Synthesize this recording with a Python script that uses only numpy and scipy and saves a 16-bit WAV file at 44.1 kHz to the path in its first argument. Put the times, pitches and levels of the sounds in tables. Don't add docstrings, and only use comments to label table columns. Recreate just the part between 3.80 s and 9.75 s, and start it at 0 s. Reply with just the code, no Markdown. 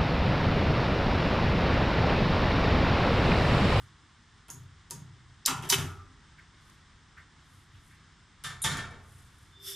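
import sys
import numpy as np
from scipy import signal
from scipy.fft import rfft, irfft, next_fast_len
from scipy.io import wavfile
from scipy.ndimage import uniform_filter1d, map_coordinates

SR = 44100
rng = np.random.default_rng(int(sys.argv[2]) if len(sys.argv) > 2 else 0)


def dump(signal):
    limited = np.clip(np.atleast_2d(signal).T, -1, 1)
    pcm = np.round(limited * 32767).astype(np.int16)
    wavfile.write(sys.argv[1], SR, pcm)


N = 262395
TIME_S = np.arange(N) / SR
AGE_S = TIME_S[:SR]

# freq_hz, gain_db
AIR_COLOUR = [(15, -52), (25, -5.5), (99, 0.5), (156, -11), (178, -9.5), (344, -15.5), (381, -19),
              (603, -26.5), (1110, -15), (1850, -16.5), (2100, -18.5), (2580, -24.5), (3500, -19.5),
              (4700, -25), (5150, -22.5), (5600, -27), (8750, -32), (11000, -56), (14300, -75),
              (22000, -120)]
# peak_s, half_length_s, brush_db, flex_db
GRIP_SHIFTS = [(0.005, 0.066, -69.5, -49.5), (1.448, 0.1, -99, -54), (2.896, 0.081, -72, -75),
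               (3.757, 0.099, -71, -60.5), (3.957, 0.046, -81.5, -54), (4.087, 0.076, -69.5, -69),
               (5.367, 0.13, -66, -56), (5.63, 0.11, -72, -63.5)]
# freq_hz, gain_db
SKIN_COLOUR = [(1000, -17), (3000, -12.5), (6000, 6), (9000, 14), (11500, 8), (14500, -4)]
# pitch_hz, gain_db
FRAME_MODES = [(44, -8.5), (68, -5), (92, -2), (108, -17), (127, -3), (153, -4.5), (195, -13.5),
               (263, -12.5), (325, -15)]
# start_s, rattle_db, graze_lead_s, fall_s, tilt_db_per_oct, low_mid_db,
# clang_db, clang_centre_hz, frame_db, frame_centre_hz, frame_range_oct
SLIDE_JOLTS = [(.684, -49.5, 0.0016, 0.024, 0, 15.5, -54.5, 1350, -48.5, 122, 0.37),
               (1.102, -49, 0.0012, 0.033, 0.5, 20.5, -65.5, 3300, -45.5, 147, 0.49),
               (1.672, -26, 0.0083, 0.015, 1.5, 1.5, -32, 1200, -42, 141, 0.52),
               (1.697, -31.5, 0.001, 0.028, -5, 3.5, -33, 1250, -46, 138, 0.33),
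               (1.768, -45.5, 0.0002, .035, -2, 16, -52, 2795, -53, 150, 0.55),
               (1.826, -41.5, 0.0021, 0.074, -0.5, 16.5, -43.5, 1700, -50, 200, 0.78),
               (1.92, -21, .032, 0.012, 2.5, -1, -23, 2200, -35.5, 115, 0.52),
               (1.935, -26, 0.0015, 0.0083, 4.5, -19, -21, 3500, -39, 130.3, 0.37),
               (1.976, -35.5, 0, 0.046, 3.5, 20, -47, 1350, -44.5, 88, 0.3)]
# freq_hz, gain_db
HANGING_COLOUR = [(60, -7), (200, -6), (400, -3), (520, -10.5), (680, -3.5), (950, 5), (1400, 4),
                  (2300, 2.5), (3400, 3.5), (4000, -2.5), (4500, -3), (5800, -3), (8000, -7), (11000, -8.5),
                  (14500, -17)]
# pitch_hz, gain_db, t60_s
HANGING_MODES = [(787, -7.5, 0.38), (957, -3.5, 0.18), (1019, -6, 0.21), (1200, -2.5, .28),
                 (1310, -6.5, 0.89), (1365, -3, .55), (1430, 0.5, 0.299), (1664, -8.5, .22),
                 (1784, -7.5, 0.14), (2097, -4.5, 0.1583), (2270, -3, .18), (2606, 7, 0.14),
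                 (2850, -1, .12), (3026, 7, 0.15), (3253, 2, 0.18), (3520, 1, 0.142), (3580, 1, 0.12),
                 (3893, 5.5, .11), (4650, -3, 0.099), (5007, -1.5, 0.13), (5800, -1.5, 0.15),
                 (6150, -1, .14), (6250, 0, .12), (7420, -9, 0.15), (11300, -5, .12)]
# start_s, level_db, fall_s, tilt_db_per_oct, ring_vs_crack_db, ring_shift_oct
CATCH_SNAPS = [(.702, -43, 0.0045, 9, 8, -0.0088), (1.1087, -30.5, 0.0032, 3.5, -4, -0.034),
               (1.6604, -12, 0.0028, 1, -22.5, -0.043), (1.8999, -15.5, 0.0037, -8, -3.5, -0.099),
               (1.9239, -16, 0.00097, -12, -18, -.13)]
# freq_hz, gain_db
CRACK_COLOUR = [(200, -43.5), (1500, -46), (2800, -12), (4000, 5.5), (6000, 7), (9000, 2), (11500, -1.5),
                (14500, -6.5)]
# pitch_hz, gain_db, t60_s
RAIL_MODES = [(4436, -11.5, .15), (5100, -4.5, 0.2), (5800, -13, 0.131), (6390, 0.5, 0.15), (6680, 6, 0.18),
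              (6780, 3, 0.25), (8400, -15.5, 0.25), (9600, -3, 0.2), (10500, -2, 0.16), (11060, -0.5, 0.15),
              (12350, -4.5, .1), (14300, -8.5, 0.09)]
# start_s, level_db, centre_hz
CABINET_BUMPS = [(.705, -53, 930), (.74, -49.5, 315), (1.113, -43, 950), (1.118, -51, 420),
                 (1.2, -52.5, 270), (1.668, -39, 700), (1.688, -29.5, 265), (1.71, -35.5, 400),
                 (1.828, -42.5, 950), (1.85, -42.5, 400), (1.904, -28, 950), (1.921, -23.5, 419),
                 (1.975, -40, 720), (2.034, -36, 250)]
# pitch_hz, gain_db, t60_s
PANEL_MODES = [(265.6, -1.5, 0.18), (322.5, -7.5, 0.15), (394, 1.5, 0.18), (610, -11.5, .07),
               (792, -11.5, .12), (947, 1.5, 0.1306), (990, -7, 0.075)]
# start_s, length_s, level_db, pitch_hz, glide_oct
WIRE_SQUEAKS = [(1.653, 0.0048, -32.5, 5600, -0.34), (1.656, 0.0076, -34, 4100, -0.33),
                (1.958, 0.0079, -55, 870, -0.037), (4.819, 0.023, -48, 3800, -0.0063),
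                (4.819, 0.009, -42, 7150, -0.011), (4.8188, 0.015, -35.5, 8840, 0.021),
                (4.8185, 0.014, -34.5, 10500, 0.047), (4.819, 0.0081, -43, 11450, 0.013)]
# start_s, level_db, centre_hz
WIRE_PINGS = [(1.68, -33.5, 3200), (1.684, -38, 1320), (1.836, -49, 3050), (1.924, -25.5, 3150),
              (1.927, -35, 1420), (1.934, -23, 3680), (1.984, -38, 1707), (1.99, -38, 3250),
              (2.089, -44, 1330), (2.1, -49, 3230), (2.19, -50, 1170), (4.643, -32.5, 3653),
              (4.842, -26.5, 3230), (4.844, -32.5, 900), (4.856, -31.5, 1790), (4.872, -28, 3530),
              (4.978, -42, 1400), (4.984, -34.5, 1830)]
# start_s, level_db, swell_s, centre_hz
CARRY_TAPS = [(2.578, -54.5, 0.011, 1780), (3.366, -51, 0.014, 1640), (3.941, -63, 0.011, 3000),
              (4.088, -64, 0.033, 1850)]
FLOOR_KNOCKS = [(4.639, -36, 0.0009, 0.031, 0.5, -4.5, -40, 1350, -47.5, 144, 0.5),
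                (4.84, -25.5, 0.00091, 0.019, 3, 3, -36, 2700, -36.5, 144, 0.57),
                (4.86, -33.5, 0, 0.031, -1, -8, -30.5, 2400, -35.5, 147, 0.4),
                (4.924, -40.5, 0.00016, 0.013, 1, -9, -44, 1500, -49, 256, 0.3),
                (4.972, -37, 0.0033, 0.03, -4.5, 2, -41.5, 1500, -47.5, 91.5, 0.44),
                (5.11, -52.5, 0.0018, 0.063, -7, 15, -51, 1400, -60.5, 96, 0.27)]
# freq_hz, gain_db
FLOOR_COLOUR = [(60, -2), (200, -4), (310, -12), (430, -3), (560, -6), (740, -2), (880, -5.5), (1080, 1),
                (1400, 4.5), (1900, 1.5), (2600, -2.5), (3500, 2), (4300, 0), (5000, -2.5), (7100, -7),
                (10500, -9), (14500, -30)]
# pitch_hz, gain_db, t60_s
FREE_MODES = [(899, -3, 0.14), (1225, -3, .25), (1314, 2, .36), (1408, 0, 0.3), (1530, 0.5, 0.32),
              (1663, -7.5, 0.18), (1786, 4, .3), (2117, -1.5, 0.5), (2300, 4.5, 0.24), (3186, 4.5, 0.13),
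              (3285, 4, .16), (3510, 8, 0.15), (3530, 6.5, 0.14), (3690, 7, 0.15), (4190, 1, 0.28),
              (5660, -13, .2), (6960, 3.5, 0.12), (7090, 5, 0.12), (8600, -10, .16), (10500, -1, .12)]
# freq_hz, gain_db
HISS_COLOUR = [(600, -69), (1300, -3), (2000, -0.5), (2500, -7), (3100, 7.5), (4200, 1), (5400, 10.5),
               (6600, -0.5), (8500, 3), (10200, 4), (12300, 7), (14500, -4)]
# pitch_hz, width_hz, level_db, pressure_exponent
WIRE_SQUEALS = [(3560, 38, -49.5, .2), (3452, 79, -49, 0.43), (4990, 110, -59, 0.52), (5520, 200, -56, 0.7),
                (7400, 62, -62, 0.9), (8500, 220, -60, .8)]
# freq_hz, t60_s
KITCHEN_DECAY = [(100, 1), (500, 0.67), (1300, 0.52), (3000, 0.17), (7000, 0.3), (10000, 0.22),
                 (12000, 0.18)]
# freq_hz, side_vs_mid_db
STEREO_WIDTH = [(25, -5.5), (60, -22.5), (400, -13.5), (1300, -14), (2400, -13.5), (4400, -12),
                (8000, -4.5), (14000, -5.5)]
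# centre_hz, width_oct, gain_db
HOUSING_DIPS = [(506, 0.2435, -2), (2410, 0.078, -1.5), (4207, 0.2, -2.5)]


def undb(db):
    return 10 ** (np.asarray(db) / 20)


def unit_rms(x):
    return x / np.sqrt(np.mean(x ** 2))


def unit_energy(x):
    return x / np.sqrt(np.mean(np.sum(x ** 2, axis=-1)))


def bins_hz(size):
    return np.maximum(np.fft.rfftfreq(size, 1 / SR), 1)


def curve(points, hz):
    freq_hz, value = np.transpose(points)
    return np.interp(np.log(hz), np.log(freq_hz), value)


def band_db(hz, centre_hz, range_oct):
    return -10 * np.log10(1 + (np.log2(hz / centre_hz) / range_oct) ** 4)


def response(db_at, size=8192):
    cepstrum = irfft(np.log(undb(db_at(bins_hz(size)))))
    cepstrum[1:size // 2] *= 2
    cepstrum[size // 2 + 1:] = 0
    return unit_energy(irfft(np.exp(rfft(cepstrum))))


def through(x, impulse):
    return signal.fftconvolve(np.atleast_2d(x), np.atleast_2d(impulse), axes=-1)[:, :np.shape(x)[-1]]


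def coloured(x, colour):
    return through(x, response(lambda hz: curve(colour, hz)))


def spread(mid, side):
    size = next_fast_len(len(side))
    side = irfft(rfft(side, size) * undb(curve(STEREO_WIDTH, bins_hz(size))), size)[:len(mid)]
    return np.array([mid + side, mid - side])


def add(out, start_s, x):
    start = max(int(start_s * SR), 0)
    out[:, start:start + x.shape[-1]] += x[..., :N - start]


def wander(steps):
    return np.interp(steps, np.arange(256), rng.standard_normal(256))


def bell(peak_s, half_length_s):
    return np.exp(-((TIME_S - peak_s) / half_length_s) ** 2)


def contacts(size, grain_db, hold_samples=24):
    strength = undb(grain_db * rng.standard_normal(size // hold_samples + 1))
    strength = np.repeat(strength, hold_samples)[:size]
    return spread(*unit_rms(strength * rng.standard_normal((2, size))))


def background(air_db=-58, hum_hz=153, hum_db=-66.5):
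    air = unit_rms(coloured(spread(*rng.standard_normal((2, N))), AIR_COLOUR))
    hum = undb(hum_db + 2.5 * wander(4 * TIME_S)) * np.sin(2 * np.pi * hum_hz * TIME_S)
    flicker_db = .5 * wander(8.8 * TIME_S) + .5 * wander(22 * TIME_S)
    return undb(air_db + flicker_db) * air + hum


def frame(age_s, envelope, centre_hz, range_oct, thud_db=-7, thud_top_hz=330):
    mode_hz, mode_db = np.transpose(FRAME_MODES)
    gain = np.sqrt(2) * unit_energy(undb(mode_db + band_db(mode_hz, centre_hz, range_oct)))
    swings = envelope(mode_hz[:, None]) * np.exp(2j * np.pi * mode_hz[:, None] * age_s)
    phases = np.exp(2j * np.pi * rng.random((2, len(FRAME_MODES))))
    dull = response(lambda hz: 2 * band_db(hz, centre_hz, range_oct)
                    - 20 * np.log10(1 + (hz / thud_top_hz) ** 4))
    thud = envelope(centre_hz) * through(rng.standard_normal((2, len(age_s))), dull)
    return ((gain * phases) @ swings).imag + undb(thud_db) * thud


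def handling():
    brush = sum(undb(db) * bell(peak_s, half_s) for peak_s, half_s, db, _ in GRIP_SHIFTS)
    flex = sum(undb(db) * bell(peak_s, half_s) for peak_s, half_s, _, db in GRIP_SHIFTS)
    swish = coloured(contacts(N, grain_db=4), SKIN_COLOUR)
    return brush * swish + spread(*frame(TIME_S, lambda hz: flex, centre_hz=101.4, range_oct=0.57))


def ring(modes, detune_ratio, scatter_db, count):
    hz, db, t60_s = np.transpose(modes)[:, :, None]
    weight, offset, phase = np.moveaxis(rng.standard_normal((len(modes), 3, count)), 1, 0)
    gain = (undb(db + scatter_db * weight) * np.exp(1j * np.pi * phase[:, :1])).ravel()
    tone_hz = hz * (1 + detune_ratio * (offset - offset.mean(axis=1, keepdims=True)))
    pole = (2j * np.pi * tone_hz - np.log(1000) / t60_s).ravel()
    block = int(np.ceil(np.sqrt(SR)))
    block_starts = gain * np.exp(np.outer(AGE_S[::block], pole))
    within_block = np.exp(np.outer(pole, AGE_S[:block]))
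    return (block_starts @ within_block).imag.ravel()[:SR]


def strike(modes, centre_hz, range_oct, rise_s):
    hz, db, t60_s = np.transpose(modes)
    count = 4
    gain = unit_energy(undb(db + band_db(hz, centre_hz, range_oct))) / count
    struck = np.column_stack([hz, 20 * np.log10(gain), t60_s])
    tones = np.array([ring(struck, detune_ratio=0.0043, scatter_db=-1, count=count) for _ in range(2)])
    return spread(*tones * (1 - np.exp(-AGE_S / rise_s)))


def flexed(x, depth_ratio=.006, step_s=.009, fall_s=.13):
    stretch = depth_ratio * np.exp(-AGE_S / fall_s) * wander(AGE_S / step_s)
    return np.array([map_coordinates(channel, [np.cumsum(1 + stretch)]) for channel in x])


def rattles(blows, colour, modes, ring_db, detune_ratio, settle_db, settle_fall_s):
    def flurry(rise_s, fall_s, tilt_db_per_oct, low_mid_db, knee_hz=2500, low_mid_hz=750):
        envelope = np.minimum(AGE_S / rise_s, 1) * np.exp(-np.maximum(AGE_S - rise_s, 0) / fall_s)
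        hits = envelope * contacts(SR, grain_db=2.5, hold_samples=48)
        hardness = response(lambda hz: tilt_db_per_oct * np.log2(1 + (hz / knee_hz) ** 2) / 2
                            + low_mid_db / (1 + (hz / low_mid_hz) ** 4))
        wires = flexed(through(hits, unit_energy(ring(modes, detune_ratio, scatter_db=0, count=5))))
        basket = coloured(hits, colour) + undb(ring_db) * wires
        return unit_energy(through(basket, hardness)) * np.linalg.norm(envelope)

    out = np.zeros((2, N))
    graze_db, graze_fall_s, graze_db_per_oct = -1, 0.0038, 7.5
    clash_rise_s, settle_rise_s, settle_db_per_oct = 0.0086, 0.078, -5.5
    for start_s, db, lead_s, fall_s, tilt_db_per_oct, low_mid_db, clang_db, clang_hz, *_ in blows:
        if lead_s > 0:
            graze = flurry(lead_s / 2, graze_fall_s + lead_s / 2, tilt_db_per_oct + graze_db_per_oct, 0)
            add(out, start_s - lead_s, undb(db + graze_db) * graze)
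        clash = flurry(clash_rise_s, fall_s, tilt_db_per_oct, low_mid_db)
        clang = flexed(strike(modes, clang_hz, range_oct=0.57, rise_s=0.0032))
        settle = flurry(settle_rise_s, settle_fall_s, tilt_db_per_oct + settle_db_per_oct, low_mid_db)
        add(out, start_s, undb(db) * clash + undb(clang_db) * clang + undb(db + settle_db) * settle)
    return out


def wobbles(blows, cycles_at_0_db, sharpness, cycles_per_db=0.15):
    out = np.zeros((2, N))
    for start_s, rattle_db, *_, frame_db, centre_hz, range_oct in blows:
        cycles = max(cycles_at_0_db - cycles_per_db * rattle_db, 1)
        swell = lambda hz: (AGE_S * hz / cycles * np.exp(1 - AGE_S * hz / cycles)) ** sharpness
        add(out, start_s, undb(frame_db) * frame(AGE_S, swell, centre_hz, range_oct))
    return spread(*out)


def snaps(chatter_db=-4, chatter_fall_s=0.037, knee_hz=2000):
    out = np.zeros((2, N))
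    for start_s, db, fall_s, tilt_db_per_oct, ring_db, shift_oct in CATCH_SNAPS:
        push = np.exp(-AGE_S / fall_s)
        hardness = response(lambda hz: curve(CRACK_COLOUR, hz)
                            + tilt_db_per_oct * np.log2(np.maximum(hz / knee_hz, 1)))
        crack = unit_energy(through(push * rng.standard_normal(SR), hardness))
        modes = [(hz * 2 ** shift_oct, mode_db, t60_s) for hz, mode_db, t60_s in RAIL_MODES]
        tones = [ring(modes, detune_ratio=.018, scatter_db=2, count=14) for _ in range(2)]
        rail = unit_energy(flexed(spread(*tones)))
        bearings = np.exp(-AGE_S / chatter_fall_s) * contacts(SR, grain_db=6)
        chatter = unit_energy(through(bearings, hardness))
        snap = crack + undb(ring_db) * (rail + undb(chatter_db) * chatter)
        add(out, start_s, undb(db) * np.linalg.norm(push) * snap)
    return out


def bumps(rise_cycles=4):
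    out = np.zeros((2, N))
    for start_s, db, centre_hz in CABINET_BUMPS:
        knock = strike(PANEL_MODES, centre_hz, range_oct=0.32, rise_s=rise_cycles / centre_hz)
        add(out, start_s, undb(db) * knock)
    return out


def rough_tone(pitch_hz, jitter_hz, size, smooth_samples):
    jitter = unit_rms(uniform_filter1d(rng.standard_normal(size), smooth_samples))
    return np.sin(2 * np.pi * np.cumsum(pitch_hz + jitter_hz * jitter) / SR)


def squeaks(rise_s=0.00029):
    out = np.zeros((2, N))
    for start_s, length_s, db, hz, glide_oct in WIRE_SQUEAKS:
        pitch_hz = hz * 2 ** (glide_oct * np.minimum(AGE_S / length_s, 1))
        tone = np.sqrt(2) * rough_tone(pitch_hz, jitter_hz=200, size=SR, smooth_samples=30)
        envelope = np.minimum(AGE_S / rise_s, 1) / (1 + (AGE_S / length_s) ** 8)
        add(out, start_s, undb(db) * envelope * tone)
    return out


def pings(free_from_s=3):
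    out = np.zeros((2, N))
    for start_s, db, centre_hz in WIRE_PINGS:
        modes = HANGING_MODES if start_s < free_from_s else FREE_MODES
        add(out, start_s, undb(db) * strike(modes, centre_hz, range_oct=.13, rise_s=.0015))
    return out


def taps():
    out = np.zeros((2, N))
    for start_s, db, swell_s, centre_hz in CARRY_TAPS:
        band = response(lambda hz: band_db(hz, centre_hz, range_oct=0.28))
        envelope = AGE_S / swell_s * np.exp(1 - AGE_S / swell_s)
        add(out, start_s, undb(db) * through(envelope * spread(*rng.standard_normal((2, SR))), band))
    return out


def scrape(hiss_db=-42.5, drone_db=-56, drone_exponent=0.37):
    pressure = bell(peak_s=5.893, half_length_s=0.048)
    hiss = coloured(contacts(N, grain_db=0), HISS_COLOUR)
    slips = contacts(N, grain_db=3.5)
    squeal = np.zeros((2, N))
    for hz, width_hz, db, exponent in WIRE_SQUEALS:
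        wire = unit_energy(np.sin(2 * np.pi * hz * AGE_S) * AGE_S * np.exp(-np.pi * width_hz * AGE_S))
        squeal += undb(db) * pressure ** exponent * through(slips, wire)
    drone = unit_rms(rough_tone(pitch_hz=394, jitter_hz=12, size=N, smooth_samples=120))
    return undb(hiss_db) * pressure * hiss + squeal + undb(drone_db) * pressure ** drone_exponent * drone


def kitchen(x, build_s=0.00185):
    noise = rfft(spread(*rng.standard_normal((2, SR))))
    centres_hz, t60s_s = np.transpose(KITCHEN_DECAY)
    tail = np.zeros((2, SR))
    for selector, t60_s in zip(np.eye(len(centres_hz)), t60s_s):
        band = np.interp(np.log(bins_hz(SR)), np.log(centres_hz), selector)
        tail += irfft(noise * band) * np.exp(-np.log(1000) * AGE_S / t60_s)
    return through(x, unit_energy(tail * (1 - np.exp(-AGE_S / build_s))))


def scene():
    catches, slips, rubbing = snaps(), squeaks(), scrape()
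    hand_taps, panels, wires = taps(), bumps(), pings()
    in_slides = rattles(SLIDE_JOLTS, HANGING_COLOUR, HANGING_MODES,
                        ring_db=-7.5, detune_ratio=0.0056, settle_db=-22, settle_fall_s=0.058)
    on_floor = rattles(FLOOR_KNOCKS, FLOOR_COLOUR, FREE_MODES,
                       ring_db=-4.5, detune_ratio=0.0048, settle_db=-12, settle_fall_s=0.047)
    swings = wobbles(SLIDE_JOLTS, cycles_at_0_db=6.14, sharpness=3)
    swings += wobbles(FLOOR_KNOCKS, cycles_at_0_db=1.5, sharpness=1.15)
    direct = handling() + in_slides + swings + catches + panels + slips + wires
    direct += hand_taps + on_floor + rubbing
    send = (undb(-7.5) * (in_slides + hand_taps) + undb(-4.5) * catches + undb(-11.5) * panels
            + undb(-1.5) * (slips + rubbing) + undb(-8.5) * wires + undb(-2) * on_floor)
    return direct + kitchen(send.mean(axis=0)) + background()


def record(dry):
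    housing = response(lambda hz: sum(db * np.exp(-(np.log2(hz / centre_hz) / width_oct) ** 2)
                                      for centre_hz, width_oct, db in HOUSING_DIPS))
    top_hz = 14400
    lowpass = signal.ellip(10, .2, 80, top_hz, fs=SR, output="sos")
    return signal.sosfilt(lowpass, through(dry, housing))


dry = scene()
out = record(dry)
dump(out)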